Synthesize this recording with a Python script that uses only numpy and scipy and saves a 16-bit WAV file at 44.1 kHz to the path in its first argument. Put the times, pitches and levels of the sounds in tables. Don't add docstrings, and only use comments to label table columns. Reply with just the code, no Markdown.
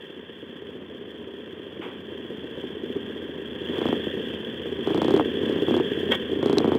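import sys
import numpy as np
from scipy import signal
from scipy.fft import rfft, irfft, next_fast_len
from scipy.io import wavfile
from scipy.ndimage import uniform_filter1d, map_coordinates

SR = 44100
rng = np.random.default_rng(int(sys.argv[2]) if len(sys.argv) > 2 else 0)


def inscribe(sig):
    pcm = np.round(np.clip(np.atleast_2d(sig).T, -1, 1) * 32767)
    wavfile.write(sys.argv[1], SR, pcm.astype(np.int16))


def boost(x):
    u = np.asarray(x, float) / 20
    return 10 ** u


N = 298998
TIME = np.arange(N) / SR


def unit(x):
    return x / np.sqrt(np.mean(x ** 2) + 1e-20)


def noise():
    return rng.standard_normal(N)


def wobble(rate_hz):
    knots = rng.standard_normal(int(N * rate_hz / SR) + 4)
    return map_coordinates(knots, [TIME * rate_hz])


def filtered(x, response):
    m = next_fast_len(N + SR // 2)
    return irfft(rfft(x, m) * response(np.fft.rfftfreq(m, 1 / SR)), m)[:N]


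def colour(points):
    hz, db = np.transpose(points)
    return lambda f: boost(np.interp(np.log(f + 1), np.log(hz), db, -120, -120))


def resonant(modes):
    def response(f):
        total = 0
        for k, (hz, width_hz, db) in enumerate(modes):
            damping = 1j * f * width_hz
            total = total + (-1) ** k * boost(db) * damping / (hz * hz - f * f + damping)
        return total
    return response


def impulses(s, size):
    return np.bincount(np.clip(np.round(s * SR).astype(int), 0, N - 1), size, N)


def peak_one(response):
    peak = np.abs(filtered(impulses(np.array([1.]), [1.]), response)).max()
    return lambda f: response(f) / peak


def firings(rate_hz, scatter_s, scatter_db):
    k = np.arange(int(rate_hz * N / SR))
    luck = rng.standard_normal((len(k), 2))
    s = (k + 0.055 * (-1) ** k) / rate_hz + scatter_s * luck[:, 0]
    return impulses(s, boost(scatter_db * luck[:, 1]))


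def puff(pushes, t60_s):
    return signal.lfilter([1], [1, -boost(-60 / (t60_s * SR))], pushes)


def strike(u_s, rise_s, t60_s):
    return boost(-60 * u_s / t60_s) * (1 - np.exp(-u_s / rise_s)) ** 2


# (opens [s], roll-on [s], shuts [s], opening [0-1])
BLIPS = [
    (3.6, .22, 3.945, 1.0),
    (4.79, .09, 5.215, 1.06),
    (5.4, .03, 5.64, .6),
    (5.66, .02, 5.815, .98),
    (6.39, .04, 6.8, 1.03),
]


def throttle(t):
    shut_s = .012
    opening = 0
    for on_s, roll_s, off_s, far in BLIPS:
        opening = opening + far * np.clip((t - on_s) / roll_s, 0, 1) * np.clip((off_s - t) / shut_s, 0, 1)
    return opening


# (time [s], exhaust [dB], valve gear [dB])
NEARNESS = [(0, -45.5, -48.5), (.8, -41.5, -51), (1.5, -41.5, -49.5), (2.2, -39, -47.5), (3.5, -36.5, -45),
            (3.9, -31.5, -39), (4.4, -34.5, -40.5), (4.75, -33.5, -43.5), (5.2, -30, -38),
            (5.6, -30.5, -40), (5.9, -29.5, -37.5), (6.2, -31, -40), (6.78, -29.5, -44.5)]


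def nearness():
    s, exhaust_db, gear_db = np.transpose(NEARNESS)
    return np.interp(TIME, s, exhaust_db), np.interp(TIME, s, gear_db)


def drone():
    load = uniform_filter1d(throttle(TIME), size=4000)
    hz = 84.5 + 6 * load + 2.88 * wobble(3.5)
    db = nearness()[0] - 17.5 + 4.5 * load + 0.88 * wobble(8.6)
    throb = 1 + 0.14 * np.sin(2 * np.pi * 4.6 * TIME + 1.5 * wobble(2.8))
    return 1.14 * boost(db) * throb * np.sin(2 * np.pi * np.cumsum(hz) / SR)


# (frequency [Hz], level [dB per Hz])
SCRAPE = [(500, -13), (800, 2.5), (2300, -4), (3400, -1), (3900, -30)]


def scuff():
    u_s = np.maximum(TIME - 1.805, 0)
    return boost(-34.5) * strike(u_s, rise_s=.012, t60_s=.45) * unit(filtered(noise(), colour(SCRAPE)))


# (frequency [Hz], width [Hz], level [dB])
PLATE = [(1520, 55, 1), (1880, 16, 5), (2266, 53, -3), (2720, 60, -8), (3200, 70, 6), (3400, 80, 4),
         (500, 83, 0.5), (1540, 1500, -9.5)]
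# (time [s], level [dB], rise [s], t60 [s])
CLANKS = [
    (6.106, -17.5, 0.0043, 0.068),
    (6.131, -23, 0.007, 0.075),
    (3.757, -36, 0.0046, 0.041),
]


def ramp():
    push = np.zeros(N)
    for s, db, rise_s, t60_s in CLANKS:
        push += boost(db) * strike(np.maximum(TIME - s, 0), rise_s, t60_s)
    plate = resonant(PLATE)
    grate = noise() * boost(2.9 * wobble(150))
    steady_ring = filtered(grate, plate).std()
    muffled = lambda f: plate(f) * (0.074 + 1 / (1 + (f / 3650) ** 30))
    return 2.8 / steady_ring * filtered(push * grate, muffled)


def mount_tick():
    snap_s, snap_hz, t60_s, level_db = 6.5838, 4000, .006, -11
    u_s = np.maximum(TIME - snap_s, 0)
    ping = np.sin(2 * np.pi * snap_hz * u_s) + 0.73 * (u_s > 0) * noise()
    return filtered(boost(level_db - 60 * u_s / t60_s) * ping, lambda f: 1 / (1 + (f / 8500) ** 6))


# (frequency [Hz], width [Hz], level [dB])
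UPPER = [(2727, 180, -6), (3097, 137, 2), (3340, 190, 3.5), (3527, 178, -4)]
# (frequency [Hz], width [Hz], level [dB])
LOWER = [(1604, 121, 1.5), (1874, 145, 1), (2395, 130, -13)]


def clatter():
    load = throttle(TIME)
    upper_db = nearness()[1] + 2.5 * load
    lower_db = upper_db - 9 - 3 * load
    ticks = firings(12.0, scatter_s=0.00031, scatter_db=-1)
    ticks = ticks + 2.8 * firings(57, scatter_s=0.0038, scatter_db=2.0)
    gate = (unit(puff(ticks, t60_s=0.042)) + 2.0) * boost(0.63 * wobble(12))
    steep = lambda modes: lambda f: resonant(modes)(f) / (1 + (f / 3620) ** 40)
    upper = unit(filtered(gate * noise(), steep(UPPER)))
    lower = unit(filtered(gate * noise(), steep(LOWER)))
    return boost(upper_db) * upper + boost(lower_db + 3.5) * lower


# (frequency [Hz], width [Hz], level [dB])
PIPE = [(163, 18.5, -14.5), (234.6, 73.4, 0.5), (292.3, 66.6, -2.5), (389.2, 61, 0.5), (492.6, 126, -8.5)]


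def pipe(box_hz, box_width_hz):
    return lambda f: resonant(PIPE)(f) * resonant([(box_hz, box_width_hz, 0)])(f)


# (frequency [Hz], level [dB per Hz])
RUMBLE = [(25, -49.5), (45, -36), (70, -5), (110, -0.5), (150, -0.5), (220, -2.5), (400, -30)]
# (frequency [Hz], level [dB per Hz])
RASP = [(500, 10.5), (650, -3), (800, -8), (980, -1.5), (1300, -7.5), (2500, -11.5), (3600, -25)]


def burble():
    exhaust_db, load = nearness()[0], throttle(TIME)
    burble_db = exhaust_db - 0.5 * load
    rasp_db = 0.57 * exhaust_db - 29 + 6.5 * load
    beats = firings(30.5, scatter_s=0.0051, scatter_db=4.5) + firings(21.0, scatter_s=0.0025, scatter_db=1.0)
    gate = unit(puff(beats, t60_s=0.078))
    rolling = unit(filtered((gate + 1.8) * noise(), pipe(350, 450)))
    rumble = unit(filtered((gate + 1.3) * noise(), colour(RUMBLE)))
    rasp = unit(filtered((gate + 2.6) * noise(), colour(RASP)))
    return boost(burble_db - 0.5) * rolling + boost(burble_db - 15.0) * rumble + boost(rasp_db + 1) * rasp


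# (time [s], four-stroke cycles done [count])
CRANK = [(.0345, 0), (3.616, 55), (3.6962, 56), (3.7835, 57), (3.9271, 59), (4.1406, 62), (4.4055, 66),
         (4.7854, 72), (4.8733, 73), (5.0186, 75), (5.0822, 76), (5.1964, 78), (5.4349, 82), (5.6833, 86),
         (5.799, 88), (6.0904, 93), (6.497, 99), (6.793, 103)]
# (time [s], peak level [dB])
RICH = [(1.7935, -28.5), (1.8537, -28), (2.3037, -25.5), (2.5743, -24), (2.834, -22), (3.8886, -12.5),
        (4.167, -21), (4.3026, -24), (5.1415, -10), (5.1962, -18.5), (6.0904, -15.5), (6.3183, -16),
        (6.3561, -19)]


def strokes():
    rear_lag_cycles = 315 / 720
    bark_idle_db, crack_idle_db, stray_dull_db = -23, -33, -8
    when_s, cycle = np.transpose(CRANK)
    turns = (np.arange(cycle[-1])[:, None] + [0, rear_lag_cycles]).ravel()
    rear = turns % 1 > 0
    luck = rng.standard_normal((len(turns), 4))
    s = np.interp(turns, cycle, when_s)
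    load = throttle(s)
    slack = np.clip(1 - .7 * load ** 2, 0, 1)
    db = np.interp(s, TIME, nearness()[0]) + 12 + 9.5 * load
    db = db + slack * (-7 * rear + 2.4 * luck[:, 0])
    bark_db = bark_idle_db + 14 * load ** 2 - 2 * rear + 2.0 * luck[:, 1]
    idle_hush_db = -7 * (1 - load ** 2)
    crack_db = crack_idle_db + 4 * load ** 2 + idle_hush_db + 3 * luck[:, 2]
    fired = np.transpose([s + .0015 * slack * luck[:, 3], db, bark_db, crack_db])
    stray = [(t, level, bark_idle_db + stray_dull_db, crack_idle_db + stray_dull_db) for t, level in RICH]
    return np.vstack([fired, stray]).T


# (delay [s], level [dB])
ECHOES = [(.0063, -22.5), (0.0125, -10), (0.025, -21)]
# (frequency [Hz], level [dB per Hz])
CRACK = [(2000, -40), (3800, 2.5), (6000, -10), (9000, -15), (15000, -36)]
# (frequency [Hz], width [Hz], level [dB])
THUMP = [(160, 85, 0)]


def pops():
    s, db, bark_db, crack_db = strokes()
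    returns = [(0, 0.0067), *ECHOES]
    luck = rng.standard_normal((len(s), len(returns), 2))
    luck[:, 0] = 0

    def train(level_db):
        total = 0
        for k, (lag_s, loss_db) in enumerate(returns):
            arrival_s = s + lag_s + 0.0005 * luck[:, k, 0]
            total = total + impulses(arrival_s, boost(level_db + loss_db + 3.6 * luck[:, k, 1]))
        return total

    swirl = puff(impulses(s, boost(db - 31)), t60_s=0.1) * noise()
    body = filtered(train(db - 15.5) + swirl, peak_one(pipe(380, 500)))
    bark = filtered(train(db + bark_db + 2.5), peak_one(resonant([(664, 345, 1), (1050, 773, -6)])))
    crack = filtered(train(db + crack_db + 9.5), peak_one(colour(CRACK)))
    blast = lambda f: resonant([(335, 330, 0)])(f) ** 3 / (1 + 1j * f / 700) ** 2
    punch = filtered(train(db - 1.7), peak_one(blast))
    thump = filtered(impulses(s, boost(db - 16)), peak_one(lambda f: resonant(THUMP)(f) ** 2))
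    return body + bark + crack + punch + thump


def scene():
    return (drone() + scuff() + ramp() + mount_tick() + clatter() + burble() + pops())[None]


# (frequency [Hz], level [dB per Hz])
GRIT = [(2500, -23), (3800, 8), (4600, 6), (6000, 3), (9000, -0.5), (15800, 0)]


def converter_grit(x):
    slope = np.abs(filtered(x, lambda f: (f / 1500) ** 1.06 / (1 + (f / 4000) ** 4)))
    step = uniform_filter1d(slope, size=96) * boost(1.45 * wobble(60))
    return boost(-29) * step * unit(filtered(noise(), colour(GRIT)))


def band_limit(x):
    return signal.sosfilt(signal.butter(12, 16510, fs=SR, output="sos"), x)


def record(dry):
    mix = dry + converter_grit(dry[0])
    return band_limit(mix)


dry = scene()
out = record(dry)
inscribe(out)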